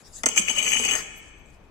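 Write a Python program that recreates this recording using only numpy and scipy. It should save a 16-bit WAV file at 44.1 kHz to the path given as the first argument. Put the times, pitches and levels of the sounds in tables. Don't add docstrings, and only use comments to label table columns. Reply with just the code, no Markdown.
import sys
import numpy as np
from scipy import signal
from scipy.io import wavfile
from scipy.ndimage import uniform_filter1d

SR = 44100
rng = np.random.default_rng(int(sys.argv[2]) if len(sys.argv) > 2 else 0)


def to_wav(s):
    ch = np.atleast_2d(s).T
    pcm = np.round(np.clip(ch, -1, 1) * 32767)
    wavfile.write(sys.argv[1], SR, pcm.astype(np.int16))


def natural_amplitude(level_db):
    exponent = np.asarray(level_db, float) / 20
    return 10 ** exponent


N = 74970

# (time [s], peak [dB], low glass modes [dB], table thud [dB], left-right [dB])
FOOT_KNOCKS = [(.2341, -20, -7, 12.5, 4), (0.2586, -4.5, -25, -2.5, -4), (.2615, -4, -11, -2.5, 0),
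               (0.2874, -11.5, -9, -7.5, -9), (.362, -17, -15, -1, -9), (.376, -14, 9, -5.5, 5.5),
               (.383, -11.5, 8.5, -8, -15.5), (0.396, -25, 3.5, -34, -32.5), (0.478, -32, 9, 1, -4),
               (.484, -28.5, 4, 0.5, -12), (.498, -18.5, -27.5, -1, 6.5), (0.5809, -28.5, 9, -4.5, 7),
               (.59, -18, 10, -9, -2.5), (.6259, -18.5, 1.5, -10, 7.5), (0.6646, -18, 7.5, -3, 3.5),
               (0.676, -24, 10.5, -13, 13.5), (0.6888, -14, -10.5, -20, -6), (.703, -25.5, 2.5, -3.5, 2.5),
               (.713, -20, -1, -12.5, 6), (0.718, -17.5, 9.5, -9, 2), (.727, -18.5, 9, 0, 1),
               (0.7332, -11.5, 6, -10, 1.5), (0.7443, -23, 6.5, -15, 9), (0.751, -18.5, 6, 0, 0.5),
               (0.7631, -31, 17, -15.5, 3), (0.77, -21, 10.5, -11, 9), (0.7931, -17.5, -28, -3, 2.5),
               (.825, -17.5, -3, -18, 5), (0.8497, -10, -10, -9, -4.5), (0.8864, -18, -7, -7, 3),
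               (0.899, -19.5, 1, -16, 7), (0.911, -15.5, 7.5, -6.5, -3.5), (.917, -17.5, 8, -3, -2.5),
               (0.935, -15.5, 8.5, -10.5, -5.5), (.953, -11.5, -31, -15, 5.5)]
BAND_EDGES = 18 * 2 ** np.arange(0, 10.1, .4)


def stand():
    # (frequency [Hz], width [Hz], depth [dB])
    gaps = [(3640, 240, -40), (4070, 340, -45), (8590, 740, -60), (11100, 240, -35), (12250, 700, -35),
            (14800, 800, -55)]
    slips, rumble, grip = drag()
    out = glass(slips, grip) + scrape(slips, rumble)
    for hz, width_hz, depth_db in gaps:
        out = notch(out, hz, width_hz, depth_db)
    out = out + crack() + table_top(rumble)
    return butter(out, 3, 139, "high")


def drag():
    # (time [s], level [dB], low glass modes [dB])
    pressure = [(0.269, -35, 0), (0.346, -50, 10), (.376, -22.5, 0), (0.387, -29, -1), (.41, -40, 8),
                (0.465, -44.5, 2), (0.484, -31, 8.5), (0.502, -31, 2.5), (0.549, -39, 1), (0.588, -29, 5.5),
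                (0.611, -35.5, 7), (.67, -29, -4), (0.731, -34.5, 9), (0.792, -33, 1), (0.893, -31.5, 6.5),
                (.955, -36, 0), (.99, -40, -23), (1.037, -54.5, -10.5)]
    chatter_per_s, chatter_db, sides_alike = 165, 3.5, 0.49
    t = np.arange(N) / SR
    s, press_db, grip_db = np.transpose(pressure)
    press = natural_amplitude(np.interp(t, s, press_db)) * (t > s[0]) * (t < s[-1])
    grip = natural_amplitude(np.interp(t, s, grip_db))
    cycle = np.cumsum(chatter_per_s * (1 + .18 * drift(11.0))) / SR % 1
    left, other = [grains(2700, spread=2.8) for _ in range(2)]
    right = sides_alike * left + np.sqrt(1 - sides_alike ** 2) * other
    slips = press * natural_amplitude(chatter_db * (1 - 2 * cycle)) * np.array([left, right])
    smooth_press = np.abs(uniform_filter1d(press, size=1500))
    rumble_level = np.minimum(natural_amplitude(-31.5), np.sqrt(press * smooth_press))
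    return slips, rumble_level * rng.standard_normal(N), grip


def glass(slips, grip):
    # (frequency [Hz], level [dB], t60 [s], left-right [dB])
    glass_modes = [(2273, -2, 0.011, 14.5), (2421, 0.5, 0.013, 11.5), (2530, -2, 0.013, 13.5),
                   (3030, -9.5, 0.03, 8.5), (3331, -18, 0.058, 6), (6308, 0, 0.03, 4),
                   (6750, -8, 0.032, 6.5), (7660, -3.5, 0.0057, -21), (8010, -5.5, .042, 9),
                   (2970, -10.5, 0.045, 10), (10500, -31.5, 0.032, 10), (11856, -30, 0.03, 16),
                   (13800, -24, .005, 16), (16000, -17, .01, 20.5)]
    low_db = np.array(FOOT_KNOCKS)[:, 2]
    luck_db = rng.normal(0, 0.63, (len(FOOT_KNOCKS), len(glass_modes)))
    out = 0
    for k, (hz, db, t60, side_db) in enumerate(glass_modes):
        low_share = 1 if hz < 2800 else 0.64 if 2800 < hz < 4000 else 0
        hits = knock_train(luck_db[:, k] - 7.0 + low_share * low_db)
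        rub = 0.098 * slips * natural_amplitude(4 * drift(29.8))
        if hz < 4000:
            rub = rub * grip
        out = out + (-1) ** k * natural_amplitude(db) * pan(side_db) * ring(hits + rub, hz, t60)
    return butter(out, 2, 1700, "high")


def scrape(slips, rumble):
    # (frequency [Hz], level per hertz [dB])
    scrape_colour = [(90, -28.5), (170, 9.5), (320, 6.5), (800, 0.5), (1400, -1.5), (2300, 6), (4700, -4),
                     (7500, 6.5), (9600, -9), (16000, -13)]
    # (frequency [Hz], left-right [dB])
    scrape_balance = [(60, 2.5), (180, 3.5), (550, 17.5), (1650, -2), (4970, 10), (15000, 14)]

    def friction(hz):
        return slips if hz > 1200 else rumble
    return natural_amplitude(1.1) * colour(friction, scrape_colour, scrape_balance, patchy_db=3.0)


def crack():
    # (frequency [Hz], level per hertz [dB])
    crack_colour = [(150, -43.5), (500, -9.5), (1300, 4.5), (2500, 2.5), (5000, 3), (8000, -1),
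                    (11000, -20), (16000, -20.5)]
    decay_s = 0.0016
    thud_db = np.array(FOOT_KNOCKS)[:, 3]
    burst = np.exp(-np.arange(2000) / SR / decay_s) * rng.standard_normal(2000)
    bursts = natural_amplitude(-4.5) * signal.fftconvolve(knock_train(thud_db), burst[None])[:, :N]
    balance = [(500, 13.0), (8000, 1.5), (13000, 14)]
    return colour(lambda hz: bursts, crack_colour, balance, patchy_db=2.5)


def table_top(rumble):
    # (frequency [Hz], level [dB], t60 [s])
    wood_modes = [(235, -16, 0.03), (489, -9.5, 0.021), (656, -14.5, 0.025), (882, -9, 0.05),
                  (1150, -6, 0.011), (1403, -6, 0.025), (1871, 0.5, 0.022), (2096, -1, 0.026)]
    lag_s = 0.00509
    thud_db = np.array(FOOT_KNOCKS)[:, 3]
    spot_db = rng.normal(0, 4.3, (len(FOOT_KNOCKS), len(wood_modes)))
    out = 0
    for k, (hz, db, t60) in enumerate(wood_modes):
        force = knock_train(thud_db + spot_db[:, k]) + natural_amplitude(-34) * rumble
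        push = signal.lfilter([.06], [1, -.94], force)
        late = np.roll(push, int(lag_s * SR * np.sqrt(300 / hz)), axis=1)
        swell = ring(late, hz, 0.0093) * 0.021
        out = out + pan(3.5) * natural_amplitude(db) * ring(swell, hz, t60)
    return out


def knock_train(extra_db):
    s, db, _, _, side_db = np.transpose(FOOT_KNOCKS)
    out = np.zeros((2, N))
    out[:, (s * SR).astype(int)] = natural_amplitude(db + extra_db) * pan(side_db)
    return out


def tip():
    tip_s, rise_s, fall_s = 0.94, .012, 0.069
    hz, width_hz = 1833, 380
    t = np.arange(N) / SR - tip_s
    shape = np.exp(np.where(t < 0, t / rise_s, -t / fall_s)) * (t < .07)
    scuff = rms_one(ring(grains(4000, spread=0.57), hz, 1.68 / width_hz))
    return pan(10.9) * natural_amplitude(-32.5) * shape * scuff


def fingers():
    # (centre [s], half length [s], level [dB], brightness [dB per octave])
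    strokes = [(0.005, 0.03, -61.5, -9.5), (0.077, 0.024, -56, -4), (0.167, 0.05, -52.5, -5),
               (0.187, 0.0046, -69.5, 30), (0.985, 0.035, -43, 5.5), (1.175, 0.025, -60.5, 14),
               (1.263, 0.037, -63.5, -7), (1.394, 0.016, -74.5, 4), (1.491, 0.036, -72.5, 9.5),
               (1.546, 0.026, -70.5, 7.5), (1.65, 0.02, -81, -2.5)]
    # (frequency [Hz], level per hertz [dB])
    rustle_colour = [(900, -41.5), (1500, -17.5), (3000, -13), (4500, -8), (6000, 0), (7900, 5),
                     (10000, -11), (16000, -16.5)]
    # (time [s], peak [dB], frequency [Hz])
    fibre_ticks = [(.0515, -52, 5130), (.0515, -44, 8400), (1.46, -47, 7550), (1.468, -48, 8000),
                   (1.479, -55, 8000), (1.487, -51, 7600), (1.5024, -47, 7750), (1.508, -57.5, 6200),
                   (1.508, -60, 11840), (1.508, -56, 15000), (1.5323, -54.5, 7900), (1.545, -50, 8000),
                   (1.562, -59.5, 7900), (1.6401, -60.5, 7600), (1.653, -61.5, 7680)]
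    t = np.arange(N) / SR
    left, other = grains(20000, spread=1.4), grains(9000, spread=3.5)
    grain = np.array([left, 0.4 * left + 1.1 * other])

    def stroked(hz):
        octaves = np.log2(max(hz, 1500) / 8000)
        level = 0
        for s, half_s, db, tilt in strokes:
            level = level + natural_amplitude(db + tilt * octaves) * np.exp(-((t - s) / half_s) ** 2)
        return level * grain

    ticks = 0
    for s, db, hz in fibre_ticks:
        click = natural_amplitude(db - 14) * (np.arange(N) == int(s * SR))
        ticks = ticks + ring(ring(click, hz, 13.0 / hz), hz, 30 / hz)
    balance = [(2000, 7), (8000, 5), (14000, 6)]
    return ticks + 4.4 * colour(stroked, rustle_colour, balance, patchy_db=3.5)


def room(x):
    # (frequency [Hz], t60 [s])
    room_t60 = [(200, 1.3), (1000, 0.97), (2000, 1.393), (3000, 1.17), (6500, 0.84), (12000, 0.54)]
    near_t60_s = 0.033
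    t = np.arange(N) / SR
    white = rng.standard_normal((2, N))
    tail = 0
    for low, high in zip(BAND_EDGES[6:], BAND_EDGES[7:]):
        band = butter(white, 2, [low, high], "band")
        tail = tail + band * natural_amplitude(-60 * t / at_hz(room_t60, np.sqrt(low * high)))
    tail = tail * np.clip(t / 0.004, 0, 1) * pan(3.5)
    near = rng.standard_normal((2, N)) * natural_amplitude(-60 * t / near_t60_s) * (t > .001)

    def unit(h):
        return h / np.sqrt(np.sum(h ** 2) / 2)
    far = signal.fftconvolve(x.mean(axis=0, keepdims=True), natural_amplitude(-7) * unit(tail))
    close = signal.fftconvolve(x, natural_amplitude(-6.5) * unit(near), axes=1)
    return far[:, :N] + close[:, :N]


def air():
    # (frequency [Hz], level per hertz [dB])
    air_colour = [(20, 7), (42, -0.5), (100, -10), (300, -15.5), (1000, -22), (3000, -34.5), (8000, -48.5),
                  (16000, -53)]
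    # (frequency [Hz], likeness [0 to 1])
    likeness = [(40, .85), (300, 0.9), (2000, .2), (10000, .1)]
    # (frequency [Hz], left-right [dB])
    air_balance = [(60, 4.6), (240, 8), (950, 6), (3770, 3.9), (15000, 4.0)]
    draws = rng.standard_normal((2, 2, N))

    def white(hz):
        mid, side = draws[np.searchsorted(BAND_EDGES, hz) % 2]
        alike = np.clip(at_hz(likeness, hz), 0, 1)
        return np.sqrt(1 + alike) * mid + np.sqrt(1 - alike) * side * [[1], [-1]]
    return natural_amplitude(-49) * rms_one(colour(white, air_colour, air_balance, patchy_db=-0.46))


def rms_one(x):
    return x / np.sqrt(np.mean(x ** 2) + 1e-20)


def at_hz(points, hz):
    curve_hz, value = np.array(points).T
    return np.interp(np.log(hz), np.log(curve_hz), value)


def pan(db):
    return natural_amplitude(np.array([[.5], [-.5]]) * db)


def butter(x, order, hz, kind):
    return signal.sosfilt(signal.butter(order, hz, kind, fs=SR, output="sos"), x)


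def drift(rate_hz):
    r = np.exp(-80 * np.pi * rate_hz / SR)
    white = rng.standard_normal(N // 40 + 1002)
    slow = rms_one(signal.lfilter([1], [1, -2 * r, r * r], white)[1000:])
    return np.interp(np.arange(N) / 40, np.arange(len(slow)), slow)


def ring(x, hz, t60):
    r, w = natural_amplitude(-60 / (t60 * SR)), 2 * np.pi * hz / SR
    return signal.lfilter([0, np.sin(w)], [1, -2 * r * np.cos(w), r * r], x + 1e-18)


def notch(x, hz, width_hz, depth_db):
    cut = butter(x, 3, [hz - width_hz / 2, hz + width_hz / 2], "bandstop")
    return cut + natural_amplitude(depth_db) * x


def colour(x, spectrum, balance, patchy_db):
    out = 0
    for low, high in zip(BAND_EDGES, BAND_EDGES[1:]):
        hz = np.sqrt(low * high)
        if hz < .7 * spectrum[0][0]:
            continue
        gain = natural_amplitude(at_hz(spectrum, hz) + patchy_db * drift(10.0)) * pan(at_hz(balance, hz))
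        out = out + gain * butter(x(hz) + 1e-18, 2, [low, high], "band")
    return out


def grains(per_s, spread):
    sizes = natural_amplitude(spread * np.minimum(rng.exponential(1, N), 2.6)) * rng.choice([-1, 1], N)
    return rms_one(sizes * (rng.random(N) < per_s / SR))


def scene():
    right_lag = 8
    close = stand() + tip()
    close[1] = np.interp(np.arange(N) - right_lag, np.arange(N), close[1])
    return close + room(close) + fingers() + air()


def band_limit(x):
    return signal.sosfilt(signal.butter(12, 16650, fs=SR, output="sos"), x)


def record(dry):
    x = butter(dry, 2, 26, "high")
    x = signal.sosfilt(signal.cheby2(10, 60, 16700, fs=SR, output="sos"), x)
    return band_limit(x)


dry = scene()
out = record(dry)
to_wav(out)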